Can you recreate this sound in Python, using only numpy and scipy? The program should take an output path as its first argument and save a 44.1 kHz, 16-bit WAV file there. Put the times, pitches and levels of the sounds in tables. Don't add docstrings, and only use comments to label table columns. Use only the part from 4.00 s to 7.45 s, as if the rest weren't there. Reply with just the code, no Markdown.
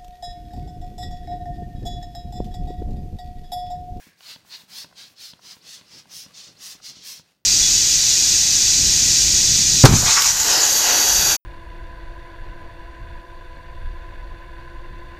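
import sys
import numpy as np
from scipy import signal
from scipy.fft import rfft, irfft, next_fast_len
from scipy.io import wavfile
from scipy.ndimage import map_coordinates

SR = 44100
rng = np.random.default_rng(int(sys.argv[2]) if len(sys.argv) > 2 else 0)


def file_out(sig):
    cols = np.atleast_2d(sig).T
    lim = np.clip(cols, -1, 1)
    pcm = np.round(lim * 32767).astype(np.int16)
    wavfile.write(sys.argv[1], SR, pcm)


N = 152145
TIME = np.arange(N) / SR

# start, fastest moment and end in seconds, level in dB,
# resonance in Hz, its width in octaves, treble in dB, low rush in dB.
PULL_STROKES = [(0.49, .538, 0.59, -37, 4350, 0.17, -17, -3), (0.53, 0.618, 0.63, -51.5, 4200, 0.23, -5, 5),
                (0.946, 0.993, 1.108, -42, 4450, 0.33, 2.5, 1.5),
                (1.398, 1.515, 1.56, -42.5, 5130, 0.3, 0, 1),
                (1.846, 1.976, 2.043, -44.5, 5260, 0.17, -1, -1.5),
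                (2.323, 2.375, 2.558, -42, 5370, 0.43, -0.5, -3.5),
                (2.807, 2.868, 2.95, -37, 5100, 0.3, 3, -5),
                (2.875, 2.977, 3.22, -47, 5100, 0.47, -6.5, -2)]


def pushes():
    # start, fastest moment and end in seconds, level in dB, resonance in Hz,
    # its width in octaves, treble in dB, low rush in dB.
    strokes = [(.2, .302, 0.38, -39.5, 4320, 0.16, -3.5, 5),
               (.675, .793, 0.8614, -36.5, 4760, 0.29, 2, -0.5),
               (1.143, 1.25, 1.345, -39, 4670, 0.28, 0.5, 0.5),
               (1.62, 1.718, 1.823, -40.5, 5350, 0.59, -1.5, -.5),
               (2.08, 2.165, 2.284, -37.8, 5400, 0.19, 2.5, -6.5),
               (2.568, 2.675, 2.781, -37.5, 5540, 0.37, 5, 2.5),
               (3.01, 3.082, 3.232, -37, 5380, 0.25, 4.5, -0.5)]
    # frequency in Hz, level in dB.
    air_path = [(100, -39), (250, -18.5), (600, -18.5), (1200, -11), (2200, -6), (3500, -1), (6200, -3.5),
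                (7600, -7.5), (10000, -9), (12500, -11.5), (15500, -12.5)]
    return airflow(strokes, air_path, resonance_db=8.5, rise=1.66, fall=1.2, brighten=0.58)


def pulls():
    # frequency in Hz, level in dB.
    air_path = [(150, -21), (600, -13.5), (1200, -10), (2200, -5), (3500, -2), (6600, -5.5), (7600, -9),
                (10000, -14), (12500, -19.5), (15500, -17)]
    return airflow(PULL_STROKES, air_path, resonance_db=9, rise=1.6, fall=1.36, brighten=0.59)


def airflow(strokes, air_path, resonance_db, rise, fall, brighten):
    # frequency in Hz, width in Hz, height in dB.
    barrel_peaks = [(3280, 98, 2.5), (4284, 170, 3.5), (4820, 110, 2.5), (6040, 140, 2), (6700, 150, 0.5)]
    treble = lambda hz: 1 - 1 / (1 + (hz / 7500) ** 8)
    out = np.zeros(N)
    for start, top, end, db, centre_hz, octaves, treble_db, low_db in strokes:
        def colour(hz):
            valve = resonance_db * np.exp(-.5 * (np.log2((hz + 1) / centre_hz) / octaves) ** 2)
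            barrel = sum(height * peak(hz, f, width) for f, width, height in barrel_peaks)
            low_rush = low_db / (1 + (hz / 2430) ** 4)
            return along(air_path, hz) + valve + barrel + treble_db * treble(hz) + low_rush
        jet = near_reflections(noise(colour))
        fizz = filtered(jet, treble)
        flow = swell(start, top, end, rise, fall)
        out += amp(db) * flow * (jet - fizz + fizz * flow ** brighten)
    flutter_db = 0.94 * wobble(52)
    sputter_db = 0.45 * wobble(700)
    return out * amp(flutter_db + sputter_db)


def piston_knocks():
    # time in seconds, thump in dB, clack in dB.
    stops = [(.069, -40.5, -50), (.361, -42, -37.5), (0.635, -44.5, -67), (.845, -38, -33),
             (1.112, -48, -60), (1.334, -39.5, -36), (1.567, -45, -43.5), (1.812, -43, -40),
             (2.263, -39, -41.5), (2.486, -45, -52), (2.751, -42.5, -43), (2.968, -42.5, -46),
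             (3.196, -42, -41)]
    # frequency in Hz, level in dB, T60 in seconds.
    thump_modes = [(113.4, -10.5, 0.044), (186, -1, 0.03), (249.4, 0, 0.025), (410, -7, 0.022)]
    clack_modes = [(587, -2, 0.012), (1013, -3, 0.015), (1450, 2.5, 0.0057), (2600, 0, 0.0063),
                   (3650, 1, 0.0064)]
    return sum(strike(start, clack_db, clack_modes) + strike(start, thump_db, thump_modes, attack_s=.0016)
               for start, thump_db, clack_db in stops)


def valve_ticks():
    # time in seconds, level in dB.
    closings = [(.207, -42), (0.449, -45.5), (0.912, -46), (.927, -41), (1.141, -55), (1.393, -41.5),
                (2.056, -46), (2.309, -45), (2.801, -43)]
    # frequency in Hz, level in dB, T60 in seconds.
    flap_modes = [(820, -1, .013), (1080, 2, .013), (1450, 0, .01)]
    return sum(strike(start, db, flap_modes, attack_s=.0008) for start, db in closings)


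def valve_chirps(start_hz=3500, climb_hz_per_s=87000, length_s=0.046):
    # start in seconds, level in dB.
    lifts = [(.17, -61), (1.372, -62), (1.606, -54), (1.851, -66), (2.56, -53)]
    out = np.zeros(N)
    for start, db in lifts:
        glide_hz = start_hz + climb_hz_per_s * np.clip(TIME - start, 0, length_s)
        hz = glide_hz * (1 + 0.038 * wobble(1300))
        envelope = swell(start, start + length_s / 4, start + length_s)
        out += amp(db) * envelope * np.sin(2 * np.pi * np.cumsum(hz) / SR)
    return out


def rod_hiss():
    # start, fastest moment and end in seconds, level in dB; silent if end precedes start.
    slides = [(-.12, .02, 0.12, -53), (0.156, 0.264, .41, -53.5), (0.432, 0.532, 0.67, -50),
              (0.665, .74, 0.88, -48.5), (.94, 1.08, 1.15, -56.5), (1.386, 1.5, 1.61, -53),
              (1.86, 1.955, 1.3, -64), (3.103, 3.19, 2.2, -66)]
    # frequency in Hz, level in dB.
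    spectrum = [(200, -16), (1000, -3), (2500, -0.5), (5500, 0), (8000, -5), (12000, -7.5), (15500, -5)]
    speed = sum(amp(db) * swell(start, top, end, rise=1.36, fall=0.82) for start, top, end, db in slides)
    return speed * amp(wobble(200)) * noise(lambda hz: along(spectrum, hz))


def rubber_snaps():
    # time in seconds, level in dB.
    snaps = [(.207, -28), (0.986, -37), (1.228, -33), (1.336, -26.5), (3.302, -54)]
    # frequency in Hz, level in dB, T60 in seconds.
    rubber_modes = [(3070, -5, 0.0065), (4100, -9, 0.0091), (6400, -18, 0.0063), (9300, -21, 0.004)]
    return sum(strike(start, db, rubber_modes) for start, db in snaps)


def slack_neck():
    # frequency in Hz, width in Hz, level in dB.
    resonances = [(1700, 160, 6), (2210, 520, 1)]
    response = lambda hz: sum(amp(db) * peak(hz, f, width) for f, width, db in resonances)
    tone = unit(filtered(rng.standard_normal(N), response))
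    return amp(-59.5) * swell(start=-.13, top=.045, end=.24) ** 2 * tone


def handling(pull_boost_db=1):
    # time in seconds, vigour of the hands in dB.
    vigour = [(0, -5), (.6, 0.5), (1.5, -1), (2.2, 5), (3.2, -1), (3.33, -7.5), (3.45, -19)]
    # frequency in Hz, level in dB.
    rustle_spectrum = [(200, -18.5), (500, 1.5), (1000, -1.5), (2000, 0), (4500, 1), (6500, -4.5),
                       (9000, -8.5), (15500, -16)]
    boom_spectrum = [(20, -26), (45, -2), (75, -4), (120, -1.5), (180, 2), (260, -6.5), (400, -9),
                     (900, -19), (3000, -58)]
    rustle_db = -61.5 + 2.2 * wobble(25.39) + 1.4 * wobble(300)
    rustle = amp(rustle_db) * near_reflections(noise(lambda hz: along(rustle_spectrum, hz)))
    pulling = np.clip(sum(swell(*stroke[:3]) for stroke in PULL_STROKES), 0, 1)
    boom_db = -64.5 + pull_boost_db * pulling + 2.6 * wobble(30)
    boom = amp(boom_db) * noise(lambda hz: along(boom_spectrum, hz))
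    return amp(np.interp(TIME, *np.transpose(vigour))) * (rustle + boom)


def balloon_reflection(x, gain=0.24):
    delay_s = 0.001202 * np.exp(0.234 * wobble(7))
    bounce = map_coordinates(x, [(TIME - delay_s) * SR])
    return (x + gain * bounce) / np.hypot(1, gain)


def near_reflections(x, count=8, within_s=.006, gain=0.098):
    taps = np.zeros(SR // 20)
    taps[0] = 1
    delays = 1 + (rng.random(count) * within_s * SR).astype(int)
    taps[delays] += gain * rng.choice([-1, 1], count)
    return unit(signal.fftconvolve(x, taps)[:N])


def room_tail(x, t60_s=0.33):
    # frequency in Hz, gain in dB.
    wall_colour = [(200, 4), (700, 5.5), (5000, 1), (10000, -11)]
    t = TIME[:SR // 2]
    tail = rng.standard_normal(len(t)) * np.exp(-np.log(1000) * t / t60_s) * (t > .005)
    reverb = signal.fftconvolve(x, tail / np.linalg.norm(tail))[:N]
    return filtered(reverb, lambda hz: amp(along(wall_colour, hz)))


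def room_tone():
    # frequency in Hz, level in dB.
    spectrum = [(20, 8), (120, 14), (500, 1.5), (2000, -11), (6000, -44), (15500, -7.5)]
    return amp(-74) * noise(lambda hz: along(spectrum, hz))


def strike(start, db, modes, attack_s=0.00043, detune=.07, scatter_db=1.2):
    age = TIME - start
    live = (age > 0) & (age < 1 / 4)
    t, out = age[live], np.zeros(N)
    for hz, mode_db, t60_s in modes:
        gain = amp(db + mode_db + scatter_db * rng.standard_normal())
        hz *= 1 + detune * rng.standard_normal()
        out[live] += gain * np.exp(-np.log(1000) * t / t60_s) * np.sin(2 * np.pi * hz * t)
    out[live] *= 1 - np.exp(-t / attack_s)
    return out


def swell(start, top, end, rise=1, fall=1):
    arch = np.sin(np.pi / 2 * np.interp(TIME, [start, top, end], [0, 1, 0]))
    return arch ** np.where(TIME < top, rise, fall)


def wobble(per_s):
    return map_coordinates(rng.standard_normal(N), [TIME * per_s])


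def noise(colour):
    return unit(filtered(rng.standard_normal(N), lambda hz: amp(colour(hz))))


def filtered(x, response):
    size = next_fast_len(N + SR // 2)
    return irfft(rfft(x, size) * response(np.fft.rfftfreq(size, 1 / SR)), size)[:N]


def peak(hz, centre_hz, width_hz):
    return 1 / (1 + (2 * (hz - centre_hz) / width_hz) ** 2)


def along(points, hz):
    knots_hz, db = np.transpose(points)
    return np.interp(np.log(hz + 1), np.log(knots_hz + 1), db)


def amp(db):
    return 10 ** (np.asarray(db) / 20)


def unit(x):
    return x / np.sqrt(np.mean(x ** 2) + 1e-20)


def scene():
    air = balloon_reflection(pushes() + pulls() + rod_hiss() + valve_chirps())
    pump = air + piston_knocks() + valve_ticks() + rubber_snaps() + slack_neck()
    return (pump + amp(-16) * room_tail(pump) + handling() + room_tone())[None]


def record(dry, low_cut_hz=65, top_hz=15900):
    return filtered(dry[0], lambda hz: (1j * hz / (low_cut_hz + 1j * hz)) ** 2 * (hz < top_hz))[None]


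dry = scene()
out = record(dry)
file_out(out)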